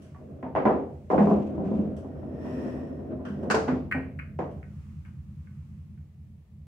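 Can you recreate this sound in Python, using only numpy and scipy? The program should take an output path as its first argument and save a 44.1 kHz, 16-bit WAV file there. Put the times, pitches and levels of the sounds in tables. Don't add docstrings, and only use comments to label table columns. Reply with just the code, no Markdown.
import sys
import numpy as np
from scipy import signal
from scipy.fft import rfft, irfft
from scipy.io import wavfile

SR = 44100
rng = np.random.default_rng(int(sys.argv[2]) if len(sys.argv) > 2 else 0)


def dump_mix(stems):
    frames = np.atleast_2d(stems).T
    limited = np.clip(frames, -1, 1)
    pcm = np.round(limited * 32767).astype(np.int16)
    wavfile.write(sys.argv[1], SR, pcm)


N = 294134
TIME = np.arange(N) / SR
RING_SAMPLES = 32768

# start_s, level_db, brightness_db_per_octave, cutoff_hz, boom_hz, boom_db
KNOCKS = [(0.147, -50.5, 6.5, 1940, 1136, -50.5), (0.428, -34.5, 2, 3500, 257.3, -30.5),
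          (0.457, -34.5, -4, 1492, 910, -39.5), (0.552, -22.5, 2, 4000, 400, -47),
          (0.562, -19.5, 1.5, 3500, 729, -31), (0.654, -13.5, 0, 4500, 1005, -17.5),
          (0.690, -19, 1, 1500, 262.5, -27), (0.787, -41, -1, 1550, 397.3, -33),
          (1.102, -20, 3, 1596, 741, -23), (1.132, -16.5, 0, 1084, 621, -22.5),
          (1.180, -15.5, -0.5, 3980, 166, -18.5), (1.203, -30.5, -8.5, 2470, 206.8, -10.5),
          (1.271, -19, -1.5, 1255, 416.6, -26.5), (1.312, -20.5, -1, 1317, 206.6, -12),
          (1.58, -24, -7.5, 1480, 215, -37), (1.657, -41, 0.5, 2020, 192.6, -23),
          (1.714, -23.5, -6.5, 1180, 215.4, -24), (1.790, -23, -11.5, 1020, 210, -24),
          (3.298, -50, 3.5, 2000, 204.2, -28.5), (3.432, -27, -7, 2000, 214.4, -29),
          (3.543, -18.5, 1, 1900, 442, -21.5), (3.681, -29, 6, 4000, 252.3, -18.5),
          (3.720, -23.5, -8.5, 1480, 254.5, -26), (3.946, -29.5, -2.5, 1990, 261.8, -24),
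          (4.39, -24.5, 0, 7000, 407, -50)]
# pitch_hz, level_db, ring_s (time to fade by 60 dB)
CABINET_NOTES = [(210, -25, .55), (253, -27, .6), (388, -20, .42), (492, -23, .5), (525, -21, .42),
                 (624, -25, .5), (657, -22, .42), (712, -23, .38), (757, -20, .34), (813, -25, .3),
                 (1005, -18, .3), (1061, -23, .3), (1647, -21, .25), (1933, -20, .3), (2309, -20, .3)]
# time_s, level_db
LONG_RUN = [(1.39, -32), (1.5, -40), (1.76, -34), (2.08, -44), (2.59, -36), (3.06, -42), (3.12, -38),
            (3.36, -43), (3.49, -36)]


def from_db(db):
    return 10 ** (np.asarray(db) / 20)


def at_hz(points, hz):
    pitches, values = np.transpose(points)
    return np.interp(np.log(np.maximum(hz, 1)), np.log(pitches), values)


def loudness(rows):
    return from_db(np.interp(TIME, *np.transpose(rows)))


def lumps(per_s, depth_db):
    return from_db(depth_db * np.interp(TIME * per_s, np.arange(4000), rng.standard_normal(4000)))


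def rubs(rows, rise_db_per_s, fall_db_per_s):
    power = 0
    for start_s, length_s, db in rows:
        before_s = np.maximum(start_s - TIME, 0)
        after_s = np.maximum(TIME - start_s - length_s, 0)
        power += from_db(db - rise_db_per_s * before_s - fall_db_per_s * after_s) ** 2
    return np.sqrt(power + 1e-18)


def stereo_spectrum(size):
    # pitch_hz, likeness (1 = the same)
    likeness = [(60, 0.89), (125, 0.82), (250, 0.79), (500, 0.78), (1000, 0.061), (2000, 0.048), (4000, 0),
                (16000, 0.0)]
    hz = np.fft.rfftfreq(size, 1 / SR)
    middle, side = rfft(rng.standard_normal((2, size)))
    alike = at_hz(likeness, hz)
    return hz, np.sqrt((1 + alike) / 2) * middle + np.sqrt((1 - alike) / 2) * side * [[1], [-1]]


def peak(hz, pitch_hz, width_hz):
    return 1 / (1 + (2 * (hz - pitch_hz) / width_hz) ** 2)


def unit_level(sound):
    return sound / np.sqrt(np.mean(sound ** 2) + 1e-20)


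def noise(colour, peaks=()):
    hz, white = stereo_spectrum(N)
    lift = 1 + sum(from_db(db) * peak(hz, pitch_hz, width_hz) for pitch_hz, width_hz, db in peaks)
    return unit_level(irfft(white * from_db(at_hz(colour, hz)) * lift, N))


def garage_reverb():
    # pitch_hz, ring_s
    ring_times = [(100, 0.47), (300, 0.68), (700, 0.61), (1500, 0.24), (3000, 0.62), (6000, .42),
                  (10000, 0.47), (16000, 0.23)]
    hz, white = stereo_spectrum(RING_SAMPLES)
    t, octaves_hz = TIME[:RING_SAMPLES], 125 * 2. ** np.arange(8)
    tail = 0
    for octave_hz, only_this in zip(octaves_hz, np.eye(8)):
        band = irfft(white * at_hz(np.c_[octaves_hz, only_this], hz))
        tail += band * from_db(-60 * t / at_hz(ring_times, octave_hz))
    return tail


def contact_pulse(colour, brightness_db_per_octave, cutoff_hz=20000):
    size = 4096
    hz, index = np.fft.rfftfreq(size, 1 / SR), np.arange(size)
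    db = at_hz(colour, hz) + brightness_db_per_octave * np.log2(np.clip(hz, 200, 9000) / 1000)
    spectrum = from_db(db) / np.sqrt(1 + (hz / cutoff_hz) ** 6)
    one_sided = 2 * irfft(np.log(spectrum)) * (index > 0) * (index < size // 2)
    pulse = irfft(np.exp(rfft(one_sided)))[:size // 2]
    return pulse / np.sqrt(np.sum(pulse ** 2))


def hits(rows, colour, notes, direct_db, early_db, early_s, echo_db, room_db, damping_db_per_s, notes_db):
    out, t = np.zeros((2, N)), TIME[:RING_SAMPLES]
    room_fade = from_db(room_db - damping_db_per_s * t)
    early_fade = from_db(early_db) * np.exp(-(t / early_s) ** 2)
    for start_s, db, *hardness in rows:
        response = garage_reverb() * (room_fade + early_fade)
        for hz, note_db, ring_s in notes:
            chance_db, phase, spread = rng.standard_normal(3)
            offset = min(hz / 1500, 1) * spread * np.array([[1], [-1]])
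            fade = from_db(notes_db + note_db + chance_db - 60 * t / ring_s)
            response += fade * np.cos(2 * np.pi * hz * t + np.pi * phase + offset)
        response[:, 0] += from_db(direct_db)
        for delay_s in rng.uniform(.006, .07, 8):
            arrivals = int(delay_s * SR) + rng.integers(0, 12, 2)
            response[[0, 1], arrivals] += from_db(echo_db - 150 * delay_s)
        pulse = contact_pulse(colour, *hardness)
        add(out, start_s, from_db(db) * signal.fftconvolve(response, pulse[None], axes=1))
    return out


def add(out, start_s, sound):
    start = round(start_s * SR)
    out[:, start:start + sound.shape[1]] += sound[:, :N - start]


def machine_hum(cycle_hz=4.95, dip_s=0.055):
    # pitch_hz, level_db
    low_tones = [(79.2, -5), (88.9, -1.5)]
    # pitch_hz, level_db
    colour = [(25, -35.5), (40, -31.5), (55, -8.5), (70, 8), (98, -6.5), (108, -19), (122, 5.5), (150, 8.5),
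              (170, 0.5), (185, -5), (200, 4), (220, -0.5), (245, -17), (330, -20), (450, -53)]
    # time_s, level_db
    swell = [(0.0, -51), (1.17, -47), (1.24, -43), (2.88, -46.5), (3.75, -41.5), (5.78, -46), (6.67, -51)]
    # time_s, depth_db
    dips = [(1.03, 1), (6.13, 7), (6.45, 11.5)]
    tones = sum(from_db(db) * np.sqrt(2) * np.sin(2 * np.pi * (hz * TIME + rng.random()))
                for hz, db in low_tones)
    harmonics, turn = np.arange(1, 90), np.linspace(0, 1, 4096)
    waves = np.sin(2 * np.pi * (np.outer(harmonics, turn) + rng.random((len(harmonics), 1))))
    one_cycle = from_db(at_hz(colour, harmonics * cycle_hz)) @ waves
    drone = unit_level(np.interp(TIME * cycle_hz % 1, turn, one_cycle)) + from_db(-5.5) * noise(colour)
    dips_db = sum(depth_db * np.exp(-((TIME - time_s) / dip_s) ** 2) for time_s, depth_db in dips)
    hum = loudness(swell) * from_db(-dips_db) * (from_db(-1.5) * tones + from_db(0.5) * drone)
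    return hum * from_db([[-0.3], [0.3]])


def garage_quiet():
    # pitch_hz, level_db
    hiss = [(210, -34.5), (350, 1), (466, 0.5), (1250, -11.5), (1350, -15.5), (1590, -18), (1740, -10.5),
            (1830, -10.5), (5150, -21.5), (15700, -25)]
    # pitch_hz, level_db
    rumble = [(15, -15), (35, -10.5), (55, -1.5), (75, -5.5), (130, -13.5), (300, -29), (1000, -61)]
    return from_db(-74) * noise(hiss) + from_db(-62.5) * noise(rumble)


def clothes_rustle(resting_db=-89):
    # start_s, length_s, level_db
    moves = [(0.0, 0.03, -69), (0.95, 0.12, -74), (4.8, 0.08, -69.5), (5.45, 0.24, -74.5)]
    # pitch_hz, level_db
    colour = [(300, -6.5), (700, 0.5), (1150, 13.5), (1600, 6), (2600, 6), (3600, -4.5), (6500, -4),
              (9500, -7.5), (11500, -20), (16000, -16.5)]
    return (rubs(moves, rise_db_per_s=28, fall_db_per_s=28) + from_db(resting_db)) * noise(colour)


def ball_roll(peak_width_hz=1.7, peak_db=7.5, fade_db_per_s=87.5):
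    # time_s, level_db
    first_run = [(0.0, -51), (0.19, -62.5), (0.214, -49.5), (0.41, -47.5)]
    # time_s, level_db
    tray_run = [(4.05, -54), (4.36, -61.5)]
    # pitch_hz, level_db
    colour = [(71, -29.5), (120, -10), (176, -11.5), (254, -1.5), (366, -8), (513, -13.5), (612, -10),
              (857, -31), (1540, -36), (1710, -42), (3120, -54.5), (4000, -61.5), (5200, -77.5),
              (8800, -120)]
    volume = 0
    for run in (first_run, LONG_RUN, tray_run):
        outside_run_s = abs(TIME - np.clip(TIME, run[0][0], run[-1][0]))
        volume += loudness(run) * from_db(-fade_db_per_s * outside_run_s)
    peaks = [(hz, peak_width_hz, peak_db) for hz, _, _ in CABINET_NOTES]
    return from_db(3) * volume * lumps(per_s=32.3, depth_db=1.5) * noise(colour, peaks)


def cue_ticks():
    # start_s, level_db, brightness_db_per_octave
    ticks = [(0.020, -72, 2), (0.045, -76, 0.5), (1.966, -68.5, 1), (3.252, -52.5, -7.5),
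             (3.285, -61.5, -6), (3.429, -67, -3.5), (4.512, -78, -0.5), (5.058, -70, -7)]
    # pitch_hz, level_db
    colour = [(300, -38.5), (1000, -9.5), (1550, -1), (2300, -16), (3000, -6), (3800, -20), (5800, -14.5),
              (7000, -20), (8000, -17.5), (10500, -20), (12000, -28.5), (16000, -36)]
    # pitch_hz, level_db, ring_s
    notes = [(1560, -18, .3), (2830, -17, .25), (3150, -18, .25), (4620, -16, .25), (5900, -14, .3),
             (7950, -14, .25)]
    return hits(ticks, colour, notes, direct_db=-3, early_db=-7, early_s=0.022,
                echo_db=6.5, room_db=7, damping_db_per_s=0, notes_db=6.5)


def wood_knocks():
    # pitch_hz, level_db
    colour = [(20, -41.5), (40, -26), (90, -19), (180, -1), (400, -2), (750, -4), (1050, -9.5), (1400, -19),
              (2000, -23.5), (2800, -35.5), (4000, -49), (7000, -49), (10000, -63.5), (16000, -79)]
    knocks = [row[:4] for row in KNOCKS] + track_jolts()
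    return hits(knocks, colour, CABINET_NOTES, direct_db=15.5, early_db=-18, early_s=0.0044,
                echo_db=11.0, room_db=-4.5, damping_db_per_s=4.5, notes_db=-7.0)


def cabinet_booms(longest_ring_s=0.49, swell_s=.004):
    out, t = np.zeros((2, N)), TIME[:RING_SAMPLES]
    swell = 1 - np.exp(-t / swell_s)
    for start_s, *_, boom_hz, boom_db in KNOCKS:
        ring_s = longest_ring_s * min(1, 450 / boom_hz)
        boom = swell * from_db(boom_db - 60 * t / ring_s) * np.sin(2 * np.pi * boom_hz * t)
        add(out, start_s, np.array([boom, boom]))
    return out


def ball_skids():
    # start_s, length_s, level_db
    skids = [(1.108, 0.012, -56.5), (1.188, 0.012, -55.5), (1.315, 0.015, -60), (1.645, 0.12, -66.5)]
    # pitch_hz, level_db
    colour = [(1000, -13), (2500, 15), (4000, 0.5), (6000, -1), (9000, -8.5), (11000, -18), (16000, -32)]
    volume = rubs(skids, rise_db_per_s=1498.5, fall_db_per_s=64.5)
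    return volume * lumps(per_s=120, depth_db=2.2) * noise(colour)


def track_jolts(count=9, offset_db=-4, spread_db=3, brightness_db_per_octave=1.5, cutoff_hz=1300):
    run_s, run_db = np.transpose(LONG_RUN)
    timing, force = rng.random((count, 2)).T
    starts_s = run_s[0] + (run_s[-1] - run_s[0]) * (np.arange(count) + timing) / count
    levels_db = np.interp(starts_s, run_s, run_db) + offset_db + spread_db * (2 * force - 1)
    return [(start_s, db, brightness_db_per_octave, cutoff_hz) for start_s, db in zip(starts_s, levels_db)]


def cue_slide():
    # start_s, length_s, level_db
    strokes = [(2.12, 0.15, -76), (2.47, 0.22, -60), (3.33, 0.09, -72)]
    # pitch_hz, level_db
    colour = [(530, -34), (900, -1.5), (1160, -9), (1400, -10.5), (1580, -17), (1840, -4), (2150, -22.5),
              (2460, -14), (4260, -31.5), (5470, -28.5), (6470, -33), (10400, -39.5), (15700, -43)]
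    # pitch_hz, width_hz, level_db
    shaft_peaks = [(1850, 170, -7), (5450, 380, -18), (7700, 350, -28), (10500, 800, -28)]
    hz, white = stereo_spectrum(N)
    ringing = sum(from_db(db) * unit_level(irfft(white * peak(hz, pitch_hz, width_hz), N))
                  for pitch_hz, width_hz, db in shaft_peaks)
    volume = from_db(7.5) * rubs(strokes, rise_db_per_s=110.5, fall_db_per_s=48)
    return volume * (noise(colour) + ringing)


def rim_cracks():
    # start_s, level_db, brightness_db_per_octave
    cracks = [(3.501, -24.5, -2), (3.510, -27, 1), (3.546, -27.5, -1), (3.684, -28.5, -6.5),
              (4.390, -45.5, -7.5)]
    # pitch_hz, level_db
    colour = [(30, -49), (80, -35.5), (250, 1), (700, -5), (1500, 1.5), (2000, -9.5), (2600, -10),
              (3500, -21), (4600, -15.5), (7000, -19.5), (9500, -32.5), (13000, -42.5), (16000, -56)]
    # pitch_hz, level_db, ring_s
    notes = [(1220, -22, .2), (1388, -21, .22), (1483, -18, .22), (1560, -21, .2), (2360, -23, .22)]
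    # pitch_hz, left_minus_right_db
    balance = [(2000, -0.5), (4500, -0.5), (6000, -1.5), (8000, 5.5), (14000, 4)]
    sound = hits(cracks, colour, notes, direct_db=9, early_db=-2.5, early_s=.014,
                 echo_db=7.5, room_db=-2.5, damping_db_per_s=18.5, notes_db=0.5)
    balance_db = at_hz(balance, np.fft.rfftfreq(N, 1 / SR))
    return irfft(rfft(sound) * from_db(balance_db * np.array([[.5], [-.5]])), N)


def ball_clacks():
    # start_s, level_db, brightness_db_per_octave
    clacks = [(3.913, -33, 5), (3.9225, -29, 4), (3.929, -42.5, 7), (4.190, -43.5, 6), (4.197, -43, 0),
              (4.629, -54, -1), (5.050, -61.5, 9.5), (5.471, -58.5, -4.5), (5.975, -71, -2.5)]
    # pitch_hz, level_db
    colour = [(40, -65), (200, 12), (800, -15), (1150, 3.5), (1500, 10), (2200, 7), (2600, -0.5),
              (3100, -16.5), (3600, -37), (4300, -28.5), (5800, -45), (8500, -38.5), (11000, -54),
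              (13500, -39), (16000, -54)]
    # pitch_hz, level_db, ring_s
    notes = [(1508, -12, .26), (1873, -12, .28), (2170, -12, .18), (2355, -16, .28), (2495, -15, .28),
             (2923, -17, .28)]
    return hits(clacks, colour, notes, direct_db=12, early_db=2, early_s=0.0053,
                echo_db=3, room_db=-6.5, damping_db_per_s=8.5, notes_db=-5.5)


def scene():
    striking = wood_knocks() + cabinet_booms() + ball_clacks() + rim_cracks() + cue_ticks()
    rubbing = ball_roll() + ball_skids() + clothes_rustle() + cue_slide()
    return striking + rubbing + garage_quiet() + machine_hum()


def record(dry):
    bass_cut = signal.butter(3, 38, "high", fs=SR, output="sos")
    treble_cut = signal.ellip(12, .1, 80, 15750, fs=SR, output="sos")
    return signal.sosfilt(treble_cut, signal.sosfilt(bass_cut, dry))


dry = scene()
out = record(dry)
dump_mix(out)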